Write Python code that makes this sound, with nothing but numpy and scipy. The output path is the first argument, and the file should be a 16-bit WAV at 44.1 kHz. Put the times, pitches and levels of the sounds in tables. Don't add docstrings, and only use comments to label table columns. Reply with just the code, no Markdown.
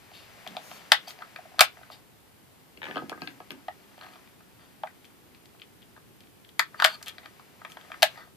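import sys
import numpy as np
from scipy import signal
from scipy.fft import rfft, irfft
from scipy.io import wavfile
from scipy.ndimage import uniform_filter1d

SR = 44100
rng = np.random.default_rng(int(sys.argv[2]) if len(sys.argv) > 2 else 0)


def attenuation_scalar(level_db):
    decades = np.asarray(level_db, float) / 20
    return 10 ** decades


def inscribe(sig):
    pcm = np.round(np.clip(np.atleast_2d(sig).T, -1, 1) * 32767)
    wavfile.write(sys.argv[1], SR, pcm.astype(np.int16))


N = 368676

# pitch_hz, level_db, t60_s
MAGAZINE_MODES = [
    [(673, 1.5, 0.029), (667, -7.5, 0.02), (713, 4, 0.036), (805, 1, 0.018)],
    [(992, 1, 0.0096), (1140, -4, 0.022), (1250, 0.5, 0.02), (1372, -3.5, 0.022), (1542, -4.5, 0.024),
     (1804, -11, 0.026), (1818, -10, 0.061), (1994, -3.5, 0.012)],
    [(2252, 1.5, 0.008), (2360, 3, 0.015), (2620, -0.5, 0.012), (2767, -3.5, 0.014), (2960, -5, 0.013),
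     (3040, -3, 0.0063), (3230, -2, 0.029), (3547, -0.5, 0.013), (3850, 0.5, 0.01), (4320, -2, 0.018),
     (4750, -1, 0.018), (4910, -11, 0.012), (5400, -5.5, 0.009), (5930, -11, 0.0029)],
]
# pitch_hz, level_db, t60_s
BENCH_MODES = [
    [(153, 2, 0.036), (225, -10.5, 0.155), (274.4, 0, 0.041), (380, -7, 0.053), (475, -11.5, 0.05),
     (598, -13.5, 0.032)],
    [(738, 6.5, 0.036), (960, 9, 0.0081), (1250, 0.5, 0.088), (1550, 0.5, 0.073), (1680, 1, 0.03),
     (2000, 2, 0.019)],
    [(2540, 6.5, 0.0035), (2740, -4, 0.017), (3180, 8.5, 0.0034), (3400, 7, 0.0039), (4292, -1.5, 0.0093),
     (4860, -1, 0.0027)],
]
# pitch_hz, level_db
CRACK_SPECTRUM = [(3000, -9.5), (5000, -3), (6200, -2), (7800, -3.5), (10500, -7), (13400, -3),
                  (14700, -14.5)]


def read(table, hz):
    f, v = np.transpose(table)
    return np.interp(np.log(np.maximum(hz, 1)), np.log(f), v)


def colour(x, table):
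    gain = attenuation_scalar(read(table, np.fft.rfftfreq(x.shape[-1], 1 / SR)))
    y = irfft(rfft(x) * gain, x.shape[-1])
    return y / np.sqrt(np.mean(y ** 2))


def band(x, lo_hz, hi_hz, order=2):
    return signal.sosfilt(signal.butter(order, [lo_hz, hi_hz], "bandpass", fs=SR, output="sos"), x)


def level_curve(table):
    s, db = np.transpose(table)
    return np.interp(np.arange(N) / SR, s, db)


def stereo(mid, side):
    return mid + side * np.array([[1], [-1]])


def causal(log_gain):
    cepstrum = irfft(log_gain)
    cepstrum[1:len(log_gain) - 1] *= 2
    cepstrum[len(log_gain):] = 0
    return np.exp(rfft(cepstrum))


def air():
    # pitch_hz, level_db
    air_spectrum = [(15, -29), (25, -23), (59, -5.5), (115, 1), (154, -0.5), (301, -5.5), (637, -12),
                    (709, -10), (1670, -16.5), (2130, -18), (3180, -17.5), (5880, -24), (13800, -19.5),
                    (15000, -24)]
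    steady = stereo(*colour(rng.standard_normal((2, N)), air_spectrum))
    swell = np.interp(np.arange(N), np.linspace(0, N, num=30), rng.standard_normal(30))
    rumble = band(steady, 20, 190)
    return (steady + (attenuation_scalar(1.5 * swell) - 1) * rumble) * attenuation_scalar(-60)


def grains(spread_db, width):
    unevenness = np.minimum(rng.exponential(size=N), 5)
    mid, side = rng.standard_normal((2, N)) * attenuation_scalar(spread_db * unevenness)
    return stereo(mid, width * side)


def handling():
    # time_s, level_db
    effort = [(0.0, -60.5), (0.58, -53), (1.14, -57.5), (1.95, -62), (2.07, -70.5), (2.82, -67.5),
              (2.87, -54), (3.1, -61.5), (3.61, -63.5), (3.9, -63.5), (4.14, -59.5), (4.4, -68), (4.7, -66),
              (5, -67), (6.6, -71), (6.8, -59.5), (7.5, -63.5), (8.15, -55), (8.36, -80)]
    # time_s, level_db
    hand_drag = [(2.7, -55), (2.796, -47.5), (2.916, -41), (3.116, -39.5), (3.29, -55), (3.59, -53),
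                 (3.7, -52)]
    # pitch_hz, level_db
    cloth_spectrum = [(250, -21), (400, -1), (650, 3), (1200, 0.5), (2100, 0), (3500, -8), (5000, -8),
                      (7000, -29.5), (12000, -36)]
    rustle_db = level_curve(effort)
    cloth = colour(grains(1.3, 0.46), cloth_spectrum) * attenuation_scalar(rustle_db + 1.5)
    skin_hiss = colour(grains(1.5, 0.22), CRACK_SPECTRUM) * attenuation_scalar(rustle_db - 6)
    drag = band(grains(3, 0.2), 165, 430, order=4)
    return cloth + skin_hiss + drag / drag.std() * attenuation_scalar(level_curve(hand_drag) - 11)


def crowd(x, share, floor_hz, octaves=0.31):
    if share <= 0:
        return x
    spectrum = rfft(x, 8192)
    power, bins = np.abs(spectrum) ** 2, np.arange(len(spectrum))
    total = np.cumsum(power)
    lo = bins * 2 ** (-octaves / 2) - 8
    hi = np.minimum(bins * 2 ** (octaves / 2) + 8, bins[-1])
    broad = (np.interp(hi, bins, total) - np.interp(lo, bins, total)) / (hi - lo)
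    fine = uniform_filter1d(power, size=9)
    above = np.clip((bins * SR / 8192 / floor_hz - 1) * 3.5, 0, 1)
    valley_log = np.log((broad + 1e-14) / (fine + 1e-14))
    return irfft(spectrum * causal(share / 2 * above * valley_log))


def hits(events, body, floor_hz, scatter_db, spot_db=0, order=0, size=2048, grit_db=2.5, grip=0.0462,
         rebound_db=-4, fill=0.39, choke=0.81, swell_ms=0.6, reach=3.1):
    out, t = np.zeros(N + 12288), np.arange(3072) / SR
    groups = [np.transpose(modes) for modes in body]
    fades = [np.exp(np.outer(-np.log(1000) * choke / t60, t)) for _, _, t60 in groups]
    crack_gain = attenuation_scalar(read(CRACK_SPECTRUM, np.fft.rfftfreq(4096, 1 / SR)))
    crack = irfft(causal(np.log(crack_gain)))
    for s, db, low_db, high_db, crack_db, rattle_ms, spot_hz in events:
        age = np.arange(size) * 1000 / SR / rattle_ms
        bounces = rng.standard_normal(size) * attenuation_scalar(grit_db * np.minimum(rng.exponential(size=size), 4))
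        bounces *= age ** order * np.exp(-age)
        grit = bounces
        if order == 0:
            spread = rfft(bounces)
            even = irfft(spread / causal(np.log(np.abs(spread) + 1e-9)))
            bounces = even * np.exp(-age / 6) * attenuation_scalar(rebound_db)
            bounces[0] += 1
        parts = []
        for (hz, mode_db, _), fade in zip(groups, fades):
            favour_db = -spot_db * np.minimum(np.abs(np.log2(hz / spot_hz)), reach)
            gain = attenuation_scalar(mode_db + favour_db + scatter_db * rng.standard_normal(len(hz)))
            shifted_hz = hz * (1 + grip * rng.standard_normal(len(hz)))
            ring = fade * np.sin(np.outer(2 * np.pi * shifted_hz, t))
            sense = (-1) ** np.arange(len(hz))
            parts.append(gain * sense @ ring)
        parts[0] = parts[0] * (1 - np.exp(-t * 1000 / swell_ms))
        drives = [bounces] * len(parts) + [grit]
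        levels_db = (low_db, 0, high_db, crack_db)
        y = np.zeros(size + 4096)
        for part, drive, rel_db in zip(parts + [crack], drives, levels_db):
            sound = signal.fftconvolve(part, drive)
            y[:len(sound)] += sound * attenuation_scalar(db + rel_db) / np.abs(sound).max()
        y = crowd(y, fill * (order == 0), floor_hz)
        at = int(s * SR)
        out[at:at + len(y)] += y
    return signal.sosfilt(signal.butter(7, floor_hz, "highpass", fs=SR, output="sos"), out[:N])


def knocks():
    # start_s, wall_db, cavity_db, lips_db
    thumb_knocks = [(0.1151, -50, 5.5, 3.5), (0.4464, -52, 5, -12), (0.4643, -32, -1, -4.5),
                    (0.5492, -53.5, 14, -17), (0.5675, -26, 0.5, -0.5), (0.7138, -35, 0, -4),
                    (1.074, -37, 2, -8), (1.1892, -39, -4, -3), (1.3875, -35.5, 0, -34),
                    (1.4521, -42, 0, -27), (1.5179, -52, 7, -19), (1.5412, -44.5, 3, -14),
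                    (1.7704, -43, -2, -10), (1.7883, -53, 6, -13), (1.8113, -49, 4, -16),
                    (1.9013, -32, -10.5, -15), (3.682, -33, 10.5, -3), (3.9784, -45, 5, -0.5),
                    (4.0223, -40, -19, -30), (4.0435, -42.5, 2.5, -2), (4.064, -42.5, -3, -3),
                    (4.157, -42, -6, -6), (4.8348, -27.5, 7.5, -7.5), (5.5478, -51.5, -2.5, -10),
                    (7.3956, -40.5, -10, -7.5), (7.9014, -40.5, -0.5, -15), (8.1579, -40, -18, -19),
                    (8.175, -43, 3.5, 0), (8.1894, -50, -3, -14.5), (8.2746, -46.5, -7, -14.5)]
    events = [(s, db, cavity, lips, 0.95 * lips - 11, 2.6, 980) for s, db, cavity, lips in thumb_knocks]
    return hits(events, MAGAZINE_MODES, 600, scatter_db=2.5, spot_db=5.5, grip=0.03, rebound_db=-2,
                fill=0.75, choke=1.3, swell_ms=1.8)


def slides():
    # start_s, wall_db, cavity_db, lips_db, swell_ms
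    brass_slides = [(0.124, -59, -19, 15.5, 37), (0.681, -50.5, -20, 2, 60), (1.199, -41, -2.5, -14, 13),
                    (1.068, -52.5, -15, 16, 11.3), (1.095, -47, 0, -9, 4.9), (1.908, -47.5, -2, 9, 14),
                    (3.78, -65, -11, 0.5, 33), (4.0, -43, -5, -9.5, 33), (3.879, -63.5, -2, -4.5, 37),
                    (4.05, -54, -7, -8, 30), (4.12, -51.5, -5, -3, 13), (4.58, -52.5, -14.5, -3, 37),
                    (6.771, -37, -18, 4, 94), (7.062, -37.5, -32, 4.5, 10.6), (7.225, -44, -5, -10, 12.5),
                    (8.16, -40, -25, -8.5, 28)]
    events = [(s, db, cavity, lips, 0.95 * lips - 6.5, ms, 980) for s, db, cavity, lips, ms in brass_slides]
    return hits(events, MAGAZINE_MODES, 510, scatter_db=4.5, order=1, size=8192, grit_db=-1, grip=0.015,
                choke=1.3)


def clinks():
    # start_s, lips_db, crack_db, pitch_hz
    brass_clinks = [(0.1356, -45, -14, 3070), (0.4745, -29.5, -6, 3400), (1.081, -35, 4.5, 4640),
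                    (1.106, -34, -26.5, 4630), (5.044, -46.5, -20.5, 2600), (5.819, -49.5, -20, 2800),
                    (5.0514, -45.5, 1, 3130), (5.347, -46, -15, 3120), (5.4558, -45.5, 1.5, 4130),
                    (5.597, -45, -7.5, 3150), (5.6175, -35, -31, 2650), (5.827, -47, -12, 3310),
                    (6.205, -45, -1.5, 3130), (6.235, -52.5, -10, 2600), (6.271, -53, -9.5, 2700),
                    (6.447, -45, -19.5, 3274), (6.49, -44, -2.5, 3300), (3.99, -46, -12, 2600),
                    (4.032, -46, -12, 3200), (4.085, -48, -12, 2300), (4.135, -47, -12, 3400),
                    (7.07, -44, -5, 3100), (7.093, -35, -6, 3300), (7.027, -38, 8.5, 4860),
                    (7.0604, -41.5, 6, 3360), (7.082, -30.5, 4, 3230), (7.6994, -45, -5, 2400),
                    (7.719, -40, 2, 3140)]
    events = [(s, db - 10, -11, 10, crack + 10, 3.5, hz) for s, db, crack, hz in brass_clinks]
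    return hits(events, MAGAZINE_MODES, 1250, scatter_db=1.5, spot_db=15, grip=0.02, rebound_db=6,
                fill=0.6, choke=1.6)


def scrapes():
    # start_s, board_db, thud_db, crack_db, swell_ms
    bench_scrapes = [(.44, -71, 26, -2, 51), (.6, -63.5, 12, 22, 96), (1.083, -45, -20, 8.5, 12),
                     (7.691, -49, -6, 4, 12), (2.808, -40, -5, -26, 60), (2.95, -46.5, 14.5, -28, 42),
                     (3.2, -50.5, 9.5, 2, 50), (3.49, -51.5, 12.5, -12.5, 28)]
    events = [(s, db, thud, -12, crack, ms, 980) for s, db, thud, crack, ms in bench_scrapes]
    return hits(events, BENCH_MODES, 150, scatter_db=4.5, order=1, size=8192, grit_db=2.5)


def snaps():
    # start_s, wall_db, cavity_db, lips_db, pitch_hz (colours relative to the walls)
    lip_snaps = [(0.9205, -9.5, -6, 2.5, 4100), (0.9186, -2.5, -5, 2.5, 1337),
                 (1.5847, -32.5, 1, -7.5, 1289), (1.6074, -3, -7.5, 2, 4150), (1.6099, -5, -5, 2.5, 1200),
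                 (1.6134, -9, -10, 3.5, 2353), (6.8429, -14, -30, 7.5, 1750),
                 (6.8472, -3, -8.5, -2.5, 3482), (6.86, -15.5, -33, 1.5, 1250),
                 (8.0223, -29, 11.5, 16.5, 2430), (8.0296, -11.5, -11.5, 9.5, 4097),
                 (8.0277, -9, 0, -3.5, 2620)]
    rim_cracks = [0.5, -2.5, -8, 2.5, 1.5, 0.5, 2.5, -3, 4.5, 13, 5.5, -4]
    events = [(s, db, cavity, lips, rim, 2.2, hz)
              for (s, db, cavity, lips, hz), rim in zip(lip_snaps, rim_cracks)]
    return hits(events, MAGAZINE_MODES, 620, scatter_db=1.5, spot_db=10, reach=0.51, grip=0.018,
                rebound_db=2.5, fill=0.9, choke=1.6, swell_ms=0.8)


def taps():
    # start_s, wall_db, lips_db, pitch_hz
    nail_taps = [(1.2211, -28, -11.5, 1410), (1.3606, -28, -4.5, 1040), (1.8314, -40.5, -10, 1640),
                 (3.6844, -28.5, -14.5, 1680), (3.9424, -52.5, -9.5, 2270), (4.011, -36.5, -4, 1900),
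                 (5.101, -53.5, -6, 1500), (6.9, -33, -19, 1400), (4.274, -51, 0.5, 2050),
                 (4.405, -47, -15, 2000), (4.594, -51, -7, 1496), (4.8715, -34.5, -11, 1800),
                 (5.9642, -42, -11.5, 1220), (5.975, -45.5, -12, 1100), (6.744, -32.5, -25, 1230),
                 (7.014, -38, -22, 1060), (7.182, -35, 3, 3300), (7.2582, -34, -0.5, 1750),
                 (7.616, -35, -26, 1310), (7.649, -25, -7, 1250), (7.7703, -30.5, -11, 969),
                 (7.8108, -46, 2.5, 1850), (7.8476, -43.5, -21, 1280), (7.9172, -28.5, -2, 1220),
                 (7.9414, -33.5, -10.5, 1860)]
    events = [(s, db, -15.5, lips, 0.95 * lips - 10.5, 2.4, hz) for s, db, lips, hz in nail_taps]
    return hits(events, MAGAZINE_MODES, 600, scatter_db=1, spot_db=10, grip=0.017, rebound_db=0.5,
                fill=0.17, choke=1.4)


def seats():
    # start_s, wall_db, lips_db, crack_db, pitch_hz
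    seatings = [(1.5925, -9, 0, -2, 1112), (6.5937, -9, -1, -2.5, 1560), (6.6018, -16.5, -9, -22, 1600),
                (6.7937, -29, -15.5, -23, 1580), (6.7996, -13.5, -6, -18, 1460),
                (6.8216, -8, -8, -12, 1200)]
    events = [(s, db, -23, lips, crack, 2.3, hz) for s, db, lips, crack, hz in seatings]
    return hits(events, MAGAZINE_MODES, 700, scatter_db=2, spot_db=16.5, reach=0.63, grip=0.015,
                rebound_db=2.5, fill=0.56, choke=1.1)


def raking():
    # start_s, board_db, thud_db, brass_db, pitch_hz
    strikes = [(2.774, -49.5, 3, 12, 2430), (2.886, -41, 5, -14, 1540), (2.896, -37.5, 1, -6, 1240),
               (2.948, -39, -24, 3, 1820), (2.958, -25, -4, -1.5, 1220), (2.9687, -20.5, -9.5, -4.5, 1250),
               (2.978, -25.5, -5.5, -4, 1280), (2.992, -45.5, 2, -14, 1220), (3.02, -32, -1, -22, 783),
               (3.038, -51, 11, -12, 848), (3.117, -27, -4.5, -29, 773), (3.126, -27.5, -12, -25, 1140),
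               (3.176, -37, -7, -26, 1540), (3.209, -54, -7, 13, 753), (3.219, -29.5, -3, 6, 3100),
               (3.236, -49, 10, 9, 1350), (3.274, -31.5, -25, 6.5, 3180), (3.403, -31.5, -9.5, -8, 774)]
    # start_s, board_db, brass_db, pitch_hz
    clashes = [
        (3.096, -33.5, 10.5, 762),
        (3.506, -34, 10, 2350),
        (3.518, -39, -6, 1100),
    ]
    events = [(s, db, thud, brass, -28, 1.4, hz) for s, db, thud, brass, hz in strikes]
    events += [(s, db, -10, brass, 6, 0.6, hz) for s, db, brass, hz in clashes]
    return hits(events, BENCH_MODES, 147, scatter_db=1, spot_db=7.5, grip=0.031, rebound_db=-1,
                fill=0.36, choke=0.91)


def chatter():
    # start_s, board_db, brass_db
    skips = [(2.8176, -35, 3.5), (2.8302, -31.5, 5), (2.8416, -34.5, 8), (2.8548, -33.5, 1),
             (2.867, -34, 1), (2.8856, -38.5, 2.5), (2.8974, -50, -1), (2.9108, -32.5, 3.5)]
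    # pitch_hz, level_db, t60_s
    round_modes = [
        [(550, -5, 0.022), (880, 0, 0.014)],
        [(1500, -2, .02), (1720, -1, 0.039), (1900, -6, 0.036)],
        [(2340, 6.5, 0.0081), (3100, 3, 0.0044), (3620, -4, 0.0055), (4040, -12, 0.0083)],
    ]
    events = [(s, db, -3, brass, -28, 0.9, 1750) for s, db, brass in skips]
    return hits(events, round_modes, 300, scatter_db=5, grip=0.01, rebound_db=-6, fill=0.16)


def room(x, wet_db, gap_ms):
    # pitch_hz, t60_s
    decay = [(300, 0.072), (1000, 0.125), (2000, 0.13), (3000, 0.16), (5500, 0.094), (8000, 0.11),
             (14000, 0.085)]
    # pitch_hz, level_db
    echo_colour = [(300, -5.5), (1200, 0.5), (2200, 0.5), (2800, 1.5), (3600, 0), (5000, -1.5), (7000, 0),
                   (12000, -0.5)]
    t = np.arange(SR // 3) / SR
    tail = 0
    for hz in 180 * 2. ** np.arange(7):
        mid, side = band(rng.standard_normal((2, len(t))), hz / np.sqrt(2), hz * np.sqrt(2))
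        pair = stereo(mid, min(hz / 1500, 1) * side)
        tail = tail + pair / pair.std() * np.sqrt(hz) * attenuation_scalar(-60 * t / read(decay, hz))
    spectrum = rfft(tail)
    even = spectrum / np.sqrt(uniform_filter1d(np.abs(spectrum) ** 2, size=60))
    tail = colour(irfft(even, len(t)), echo_colour)
    tail *= np.clip(t * 1000 / gap_ms - 1, 0, 1) * (t < 1 / 4)
    tail *= attenuation_scalar(wet_db) / np.sqrt(np.sum(tail ** 2) / 2)
    return signal.fftconvolve(x[None], tail)[:, :N]


def ports(x, lag_ms=0., aim=0.99):
    # pitch_hz, level_db
    shadow = [(300, -1.5), (700, 0), (1100, 0), (1500, 4), (2200, 8.5), (3200, 9.5), (4500, 2.5),
              (6400, -2), (9000, -1), (13000, 1.6)]
    # pitch_hz, phase_rad
    lead = [(300, 1.5), (700, 0.45), (1300, 1.26), (2200, 1.2), (3200, -0.5), (4500, 0.018), (7500, -2),
            (12000, -1.74)]
    hz = np.fft.rfftfreq(N, 1 / SR)
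    phase = aim * read(lead, hz) - 2 * np.pi * hz * lag_ms / 1000
    half = attenuation_scalar(aim * read(shadow, hz) / 2) * np.exp(0.5j * phase)
    return irfft(rfft(x * np.ones((2, 1))) * np.array([half, 1 / half]), N)


def scene():
    magazine = knocks() + slides() + clinks() + snaps() + taps() + seats()
    bench = scrapes() + raking() + chatter()
    echoes = room(magazine + bench, wet_db=-7.5, gap_ms=1.9)
    near = ports(magazine + handling()) + ports(bench, lag_ms=0.272)
    return near + ports(echoes, aim=0.45) + air()


def top_cut(x):
    return signal.sosfilt(signal.butter(12, 15420, fs=SR, output="sos"), x)


def record(dry):
    cut = signal.sosfilt(signal.ellip(8, 0.2, 60, 14700, fs=SR, output="sos"), dry)
    overload = np.maximum(np.abs(cut) - 0.72, 0)
    mix = np.clip(cut - 0.23 * overload, -1, 1)
    return top_cut(mix)


dry = scene()
out = record(dry)
inscribe(out)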